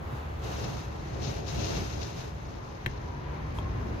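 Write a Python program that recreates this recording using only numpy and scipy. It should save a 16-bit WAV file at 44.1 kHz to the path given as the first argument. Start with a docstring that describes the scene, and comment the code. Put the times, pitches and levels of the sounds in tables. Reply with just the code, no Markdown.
"""An outdoor concrete stairwell, with someone carrying a phone up it. Street traffic rumbles and rushes
in from below: one car leaves, a vehicle whines faintly and another draws near. Something soft, probably
a sleeve or hand, rubs by the phone's left port (microphone hole) and sets the case droning. The grip
bumps it softly. Later come one sharp click and a softer tap, with a short echo from the stair walls."""
import sys
import numpy as np
from scipy import signal
from scipy.fft import rfft, irfft
from scipy.io import wavfile
from scipy.ndimage import uniform_filter1d

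SR = 44100
rng = np.random.default_rng(int(sys.argv[2]) if len(sys.argv) > 2 else 0)


def inscribe(sig):
    """Save sig as 16-bit PCM at rate SR to the path in sys.argv[1].

    A 1-D sig is mono; a 2-D sig holds one channel per row.
    Samples are clipped to [-1, 1] before scaling.
    """
    pcm = np.round(np.clip(np.atleast_2d(sig).T, -1, 1) * 32767)
    wavfile.write(sys.argv[1], SR, pcm.astype(np.int16))


N = 176400
TIME_S = np.arange(N) / SR
FREQ_HZ = np.arange(N // 2 + 1) * SR / N


def gain(db):
    """Turn decibels into a number to multiply by."""
    return 10 ** (np.asarray(db) / 20)


def normalize(x):
    """Scale to an average strength (rms) of 1."""
    return x / np.sqrt(np.mean(x ** 2))


def loudness(rows):
    """A smooth volume curve through (time_s, level_db) rows."""
    return gain(np.interp(TIME_S, *np.array(rows).T))


def over_hz(rows):
    """Spread (freq_hz, value) rows over all frequencies."""
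    hz, value = np.array(rows).T
    return np.interp(np.log(FREQ_HZ + 1), np.log(hz), value)


def wobble(rate_hz):
    """A smooth random wiggle, about 1 in size."""
    hold = max(int(SR / rate_hz), 1)
    steps = np.repeat(rng.standard_normal(N // hold + 1), hold)
    return normalize(uniform_filter1d(uniform_filter1d(steps, hold), hold)[:N])


def shape(x, tone):
    """Filter by (freq_hz, gain_db) rows, then normalize."""
    return normalize(irfft(rfft(x) * gain(over_hz(tone)), N))


def stereo_noise(likeness):
    """Left and right noise: alike where likeness is 1 or more, opposite at -1 or less."""
    alike = np.clip(over_hz(likeness), -.995, .995)
    mid, side = rfft(rng.standard_normal((2, N)))
    mid, side = mid * np.sqrt(1 + alike), side * np.sqrt(1 - alike)
    return irfft(np.array([mid + side, mid - side]), N)


def fade(age, fade_s):
    """Die away by 60 dB every fade_s seconds."""
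    return np.exp(-np.log(1000) * age / fade_s)


def ring(age, hz, fade_s):
    """A struck note, silent until age 0."""
    age = np.maximum(age, 0)
    return np.sin(2 * np.pi * hz * age) * fade(age, fade_s)


# Left/right likeness of the rushing noise: freq_hz, likeness
# Its top treble is set opposite near 8.6 kHz, alike above 12 kHz.
RUSH_LIKENESS = [(60, 1.5), (160, 1), (260, 0.14), (430, 0.38), (650, -0.3), (850, -0.34), (1000, -0.2),
                 (1300, -0.3), (2000, -0.31), (2800, 0.12), (4000, 0.44), (7000, -0.86), (8600, -3),
                 (10000, -0.4), (12500, 1)]

def rushing_noise(tone):
    """Steady stereo noise with the given tone."""
    return shape(stereo_noise(RUSH_LIKENESS), tone)


# Tone of the engines: freq_hz, gain_db
RUMBLE_TONE = [(20, -41), (30, -22), (40, -10), (50, -4.5), (74, 1.5), (90, -4), (125, -6.5), (160, -10.5),
               (220, -20.5), (400, -31), (900, -77)]
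# Their loudness: time_s, level_db
RUMBLE_LEVEL = [(0, -40.5), (.6, -38.5), (1.05, -38.5), (1.45, -38), (1.6, -35), (1.92, -36), (2.1, -40),
                (2.35, -39.5), (2.8, -43.5), (2.92, -37), (3.2, -39.5), (3.38, -38), (3.5, -35.5),
                (3.72, -31.5), (3.93, -33.5), (4, -39)]

def engine_rumble():
    """Engines below blend into a deep rumble."""
    return rushing_noise(RUMBLE_TONE) * loudness(RUMBLE_LEVEL)


# Tone of the tyres: freq_hz, gain_db
TYRE_TONE = [(100, -14.5), (220, -0.5), (330, 2), (450, -1.5), (630, -1.5), (820, -1), (1020, -3),
             (1350, -7.5), (2000, -11.5), (3000, -19), (4500, -26), (7000, -39), (10000, -41.5),
             (14000, -46), (15500, -68)]
# Their loudness: time_s, level_db
TYRE_LEVEL = [(0, -43.5), (.13, -44), (.35, -44.5), (.95, -44.5), (1.7, -44.5), (2.1, -46), (2.4, -46),
              (2.75, -44.3), (3.0, -43.5), (3.3, -43.5), (3.6, -42), (3.85, -40.5), (4, -41)]

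def tyre_rush(swell_db=.5, flicker_db=1.1):
    """Rolling tyres rush; their octave bands swell together and flicker separately."""
    centres_hz = 62.5 * 2 ** np.arange(9)
    spectrum = rfft(rushing_noise(TYRE_TONE))
    swell, rush = swell_db * wobble(3.1), 0
    for share in np.eye(len(centres_hz)):
        band = irfft(spectrum * over_hz(np.c_[centres_hz, share]), N)
        rush += band * gain(swell + flicker_db * wobble(14))
    return rush * loudness(TYRE_LEVEL)


# Tone of each car: freq_hz, gain_db
LEAVING_TONE = [(250, -11), (450, -1), (680, 0), (900, 4), (1100, 2.5), (1350, -1), (1900, -12),
                (3500, -32.5)]
NEARING_TONE = [(120, -7.5), (200, 1.5), (260, 5.5), (330, -3), (420, 2), (560, -18), (900, -19),
                (2000, -55)]
# Loudness of each car: time_s, level_db
LEAVING_LEVEL = [(0, -50), (.13, -43.5), (.33, -52), (.5, -43.5), (.8, -50.5), (1.2, -72)]
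NEARING_LEVEL = [(2.3, -65), (3.4, -48.5), (3.7, -46), (3.9, -39.5), (4, -42.5)]

def passing_cars():
    """One car's tyres fade at the start; a deeper car draws near at the end."""
    leaving = rushing_noise(LEAVING_TONE) * loudness(LEAVING_LEVEL)
    nearing = rushing_noise(NEARING_TONE) * loudness(NEARING_LEVEL)
    return leaving + nearing


# The note one octave above the hum: time_s, level_db
OCTAVE_LEVEL = [(0, -53), (1.5, -50), (2.6, -55), (3.0, -49), (3.35, -39.5), (3.55, -56), (3.8, -40),
                (4, -56)]

def idling_engine(pitch_hz=72.37, level_db=-47.5, drift=.03):
    """An idling engine hums, wavering in pitch and loudness."""
    phase = 2 * np.pi * np.cumsum(pitch_hz * (1 + drift * wobble(7.2))) / SR
    hum = np.sin(phase) * gain(level_db) + np.sin(2 * phase) * loudness(OCTAVE_LEVEL)
    return hum * gain(2 * wobble(4.5))


# Path of the whine: time_s, pitch_hz, level_db
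WHINE_PATH = [(2.4, 1018, -70), (2.7, 1030, -61), (3.0, 987, -59), (3.17, 975, -52.5), (3.4, 1019, -56),
              (3.62, 1087, -51.5), (3.78, 1017, -55.5), (4, 1013, -64)]

def vehicle_whine(width_hz=88, apart=.81):
    """An unsteady tone glides as the vehicle moves, partly different at each port."""
    times, hz, db = np.array(WHINE_PATH).T
    phase = 2 * np.pi * np.cumsum(np.interp(TIME_S, times, hz)) / SR
    shared, left, right = (wobble(width_hz) * np.sin(phase) + wobble(width_hz) * np.cos(phase)
                           for _ in range(3))
    return normalize(shared + apart * np.array([left, right])) * loudness(np.c_[times, db])


# Where the rubbed case rings: pitch_hz, width_hz, boost_db
CASE_RINGS = [(225, 38, 3.5), (323, 35, 5.5), (434, 22, 1.5), (539, 60, 4), (705, 29, 6), (2700, 150, 4),
              (3780, 160, 3), (4140, 60, 2.5), (5380, 79, 4.5), (5760, 48, 4), (6340, 200, 2.5)]

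def through_case(x):
    """The phone's case boosts the pitches it naturally rings at."""
    boost = sum(db / (1 + (2 * (FREQ_HZ - hz) / width) ** 2) for hz, width, db in CASE_RINGS)
    return irfft(rfft(x) * gain(boost), N)


# Left/right likeness of the drone: freq_hz, likeness
DRONE_LIKENESS = [(90, 1), (170, 0.63), (260, -0.58), (430, 0.99), (600, -0.97), (800, 0.14), (1500, -0.59)]
# Its tone: freq_hz, gain_db
DRONE_TONE = [(25, -48), (50, -16), (85, 0.5), (115, 7.5), (160, -0.5), (230, -4.5), (320, -8), (440, -5),
              (500, -12.5), (570, -3), (720, -9), (1000, -20), (1600, -32), (3000, -86.5)]
# Its loudness: time_s, level_db
DRONE_LEVEL = [(0, -46.5), (.13, -42), (.22, -50.5), (.40, -49), (.47, -37.5), (.66, -34.5), (.80, -42.5),
               (.92, -46), (1.18, -40.5), (1.29, -34), (1.44, -39), (1.63, -34), (1.80, -33.5), (1.92, -39),
               (2.03, -39.5), (2.22, -42.5), (2.4, -46.5), (4, -63)]

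def case_drone(jerk_db=1.5):
    """Jerky rubbing shakes the case into a low drone."""
    shaking = stereo_noise(DRONE_LIKENESS) * gain(jerk_db * wobble(24.99))
    return shape(through_case(shaking), DRONE_TONE) * loudness(DRONE_LEVEL)


# Left/right likeness of the rustle and crack noise: freq_hz, likeness
# Its top treble is set opposite near 8.6 kHz, alike above 12 kHz.
RUSTLE_LIKENESS = [(1000, 0.018), (2000, -0.38), (2800, 0.39), (4700, 0.093), (7000, 0.5), (8600, -1.74),
                   (10000, -0.46), (12500, 1)]
# Tone of each kind of rub: freq_hz, gain_db
RUSTLE_TONE = [(300, -9), (1000, 7), (2000, 1), (3000, -1), (4000, -3), (5300, -8.5), (5550, -11),
               (5900, -6.5), (8000, -10), (11000, -17.5), (13800, -19), (15000, -37), (16000, -48)]
HISS_TONE = [(300, -6), (1000, -7), (1500, -5.5), (2100, -1.5), (2700, 2), (3300, -1), (4100, 4.5),
             (4750, 2), (5350, 5.5), (5550, -10), (5800, 4.5), (6400, 3), (7000, -7), (7700, -20),
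             (10000, -89)]
BRUSH_TONE = [(800, -6), (2500, 0), (5000, -10), (9000, -7), (14000, -20), (16000, -28)]
# Loudness of each: time_s, level_db
RUSTLE_LEVEL = [(0, -58.5), (.15, -53), (.39, -57.5), (.44, -45), (.62, -46), (.8, -48.5), (.92, -56.5),
                (1.18, -53), (1.24, -47), (1.32, -45), (1.44, -54.5), (1.49, -45), (1.8, -42.5),
                (1.95, -49.5), (2.05, -47.5), (2.14, -50.5), (2.21, -46), (2.33, -56.5), (2.7, -60.5),
                (3.3, -64), (3.85, -61), (4, -57)]
HISS_LEVEL = [(0, -71), (.40, -65), (.44, -49), (.52, -47.5), (.65, -41.5), (.74, -50.5), (.78, -46),
              (.84, -53), (.90, -55), (1.05, -55.5), (1.205, -49.5), (1.235, -37.5), (1.275, -37),
              (1.32, -44), (1.39, -45.5), (1.415, -49), (1.455, -49), (1.485, -36), (1.535, -44),
              (1.625, -36), (1.71, -38.5), (1.81, -38.5), (1.85, -43.5), (1.98, -45.5), (2.025, -40.5),
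              (2.14, -49.5), (2.19, -45), (2.26, -50.5), (2.33, -58), (2.55, -53.5), (2.66, -58.5),
              (2.71, -53), (2.8, -57.5), (2.92, -54), (3.2, -60), (4, -56.5)]
BRUSH_LEVEL = [(3.53, -100), (3.55, -57), (3.59, -56), (3.61, -67), (3.65, -100)]

def rubbing(grain_db=1.07, grain_hz=302.8, catch_db=1.07):
    """Many tiny slips rustle and hiss in the left port; a light brush leads into the soft tap."""
    slips = gain(grain_db * wobble(grain_hz) + .68 * wobble(30.85))
    friction = stereo_noise(RUSTLE_LIKENESS) * slips
    rustle = shape(through_case(friction), RUSTLE_TONE) * loudness(RUSTLE_LEVEL)
    left_friction = rng.standard_normal(N) * gain(grain_db * wobble(grain_hz) + catch_db * wobble(60))
    left_hiss = shape(through_case(left_friction), HISS_TONE) * loudness(HISS_LEVEL)
    brush = shape(stereo_noise(RUSTLE_LIKENESS) * slips, BRUSH_TONE) * loudness(BRUSH_LEVEL)
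    return rustle + np.array([left_hiss, np.zeros(N)]) + brush


# Low notes of the case: pitch_hz, gain_db, fade_s
THUD_NOTES = [(128.7, 0, .09), (215, -7, 0.049), (346, -8.5, .06)]

def case_thud(age):
    """The hand-held case rings low and dies away quickly."""
    return sum(gain(db) * ring(age, hz, fade_s) for hz, db, fade_s in THUD_NOTES)


# Soft jolts: start_s, level_db
BUMPS = [(.125, -22), (1.268, -17.5), (1.524, -22.5), (1.61, -21), (1.81, -22)]

def grip_bumps(rise_s=.0082):
    """The grip shifts and softly jolts the case."""
    sound = 0
    for start_s, db in BUMPS:
        age = np.maximum(TIME_S - start_s, 0)
        sound += gain(db) * case_thud(age) * (1 - np.exp(-age / rise_s))
    return sound


def wall_echo(sound, level_db=-13, fade_s=.18):
    """The stair walls answer with a short wash of reflections."""
    echo = rng.standard_normal((2, N)) * fade(TIME_S, fade_s)
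    echo /= np.sqrt(np.sum(echo ** 2) / 2)
    return gain(level_db) * signal.fftconvolve(sound, echo, axes=1)[:, :N]


# The click, then the softer tap:
# start_s, level_db, rise_s, thud_db, knock_db, crack_gain_db, bright_hz, width_octaves
TAPS = [(2.8612, -13.5, 0.0012, -24.5, -43, -15, 2200, 1.6),
        (3.586, -19.5, 0.0017, -33, -28, -25, 3150, 0.27)]
# High notes of a tap: pitch_hz, gain_db, fade_s
TAP_NOTES = [(1720, 3, 0.013), (2080, 3, 0.007), (2400, -2, 0.008), (2830, -7, 0.009), (3230, -4.5, 0.011),
             (3620, -9, 0.009), (4000, -4.5, .008)]
# Tone of its crack: freq_hz, gain_db
CRACK_TONE = [(300, -4), (1200, -2), (1800, 7.5), (3800, 4), (5000, -7), (8000, -0.5), (11000, -4.5),
              (15000, -11)]

def taps(bounce_s=.003495, bounce_db=-8.5, right_db=-5.5, thud_delay_s=.0053):
    """Each contact cracks, knocks, rings briefly, bounces once and ends in a thud."""
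    sound = np.zeros((2, N))
    for start_s, level_db, rise_s, thud_db, knock_db, crack_gain_db, bright_hz, width_octaves in TAPS:
        for delay_s, hit_db in ((0, 0), (bounce_s, bounce_db)):
            age = np.maximum(TIME_S - start_s - delay_s, 0)
            ringing = 0
            for hz, db, fade_s in TAP_NOTES:
                emphasis = np.exp(-(np.log2(hz / bright_hz) / width_octaves) ** 2)
                port_delay_s = rng.random((2, 1)) / hz
                ringing += gain(db) * emphasis * ring(age - port_delay_s, hz, fade_s)
            noise = shape(stereo_noise(RUSTLE_LIKENESS), CRACK_TONE)
            crack = gain(crack_gain_db) * noise * fade(age, fade_s=.015)
            rise = 1 - np.exp(-age / rise_s)
            sound += (ringing * gain([[0], [right_db]]) + crack) * rise * gain(level_db + hit_db)
        sound += gain(thud_db) * case_thud(TIME_S - start_s - thud_delay_s)
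        sound += gain(knock_db) * ring(TIME_S - start_s, hz=950, fade_s=.028)
    return sound


def scene():
    """Rubbing, bumps and echoing taps over the street."""
    clicks = taps()
    echo = wall_echo(clicks)
    lean_left = gain([[1.25], [-1.25]])
    street = engine_rumble() + tyre_rush() * lean_left + passing_cars()
    street += idling_engine() + vehicle_whine() * lean_left
    handling = rubbing() + case_drone() + grip_bumps()
    return street + handling + clicks + echo


def record(dry):
    """The phone cuts the highest treble."""
    top_hz = 15550
    return signal.sosfilt(signal.ellip(8, .2, 70, top_hz, fs=SR, output="sos"), dry)


dry = scene()
out = record(dry)
inscribe(out)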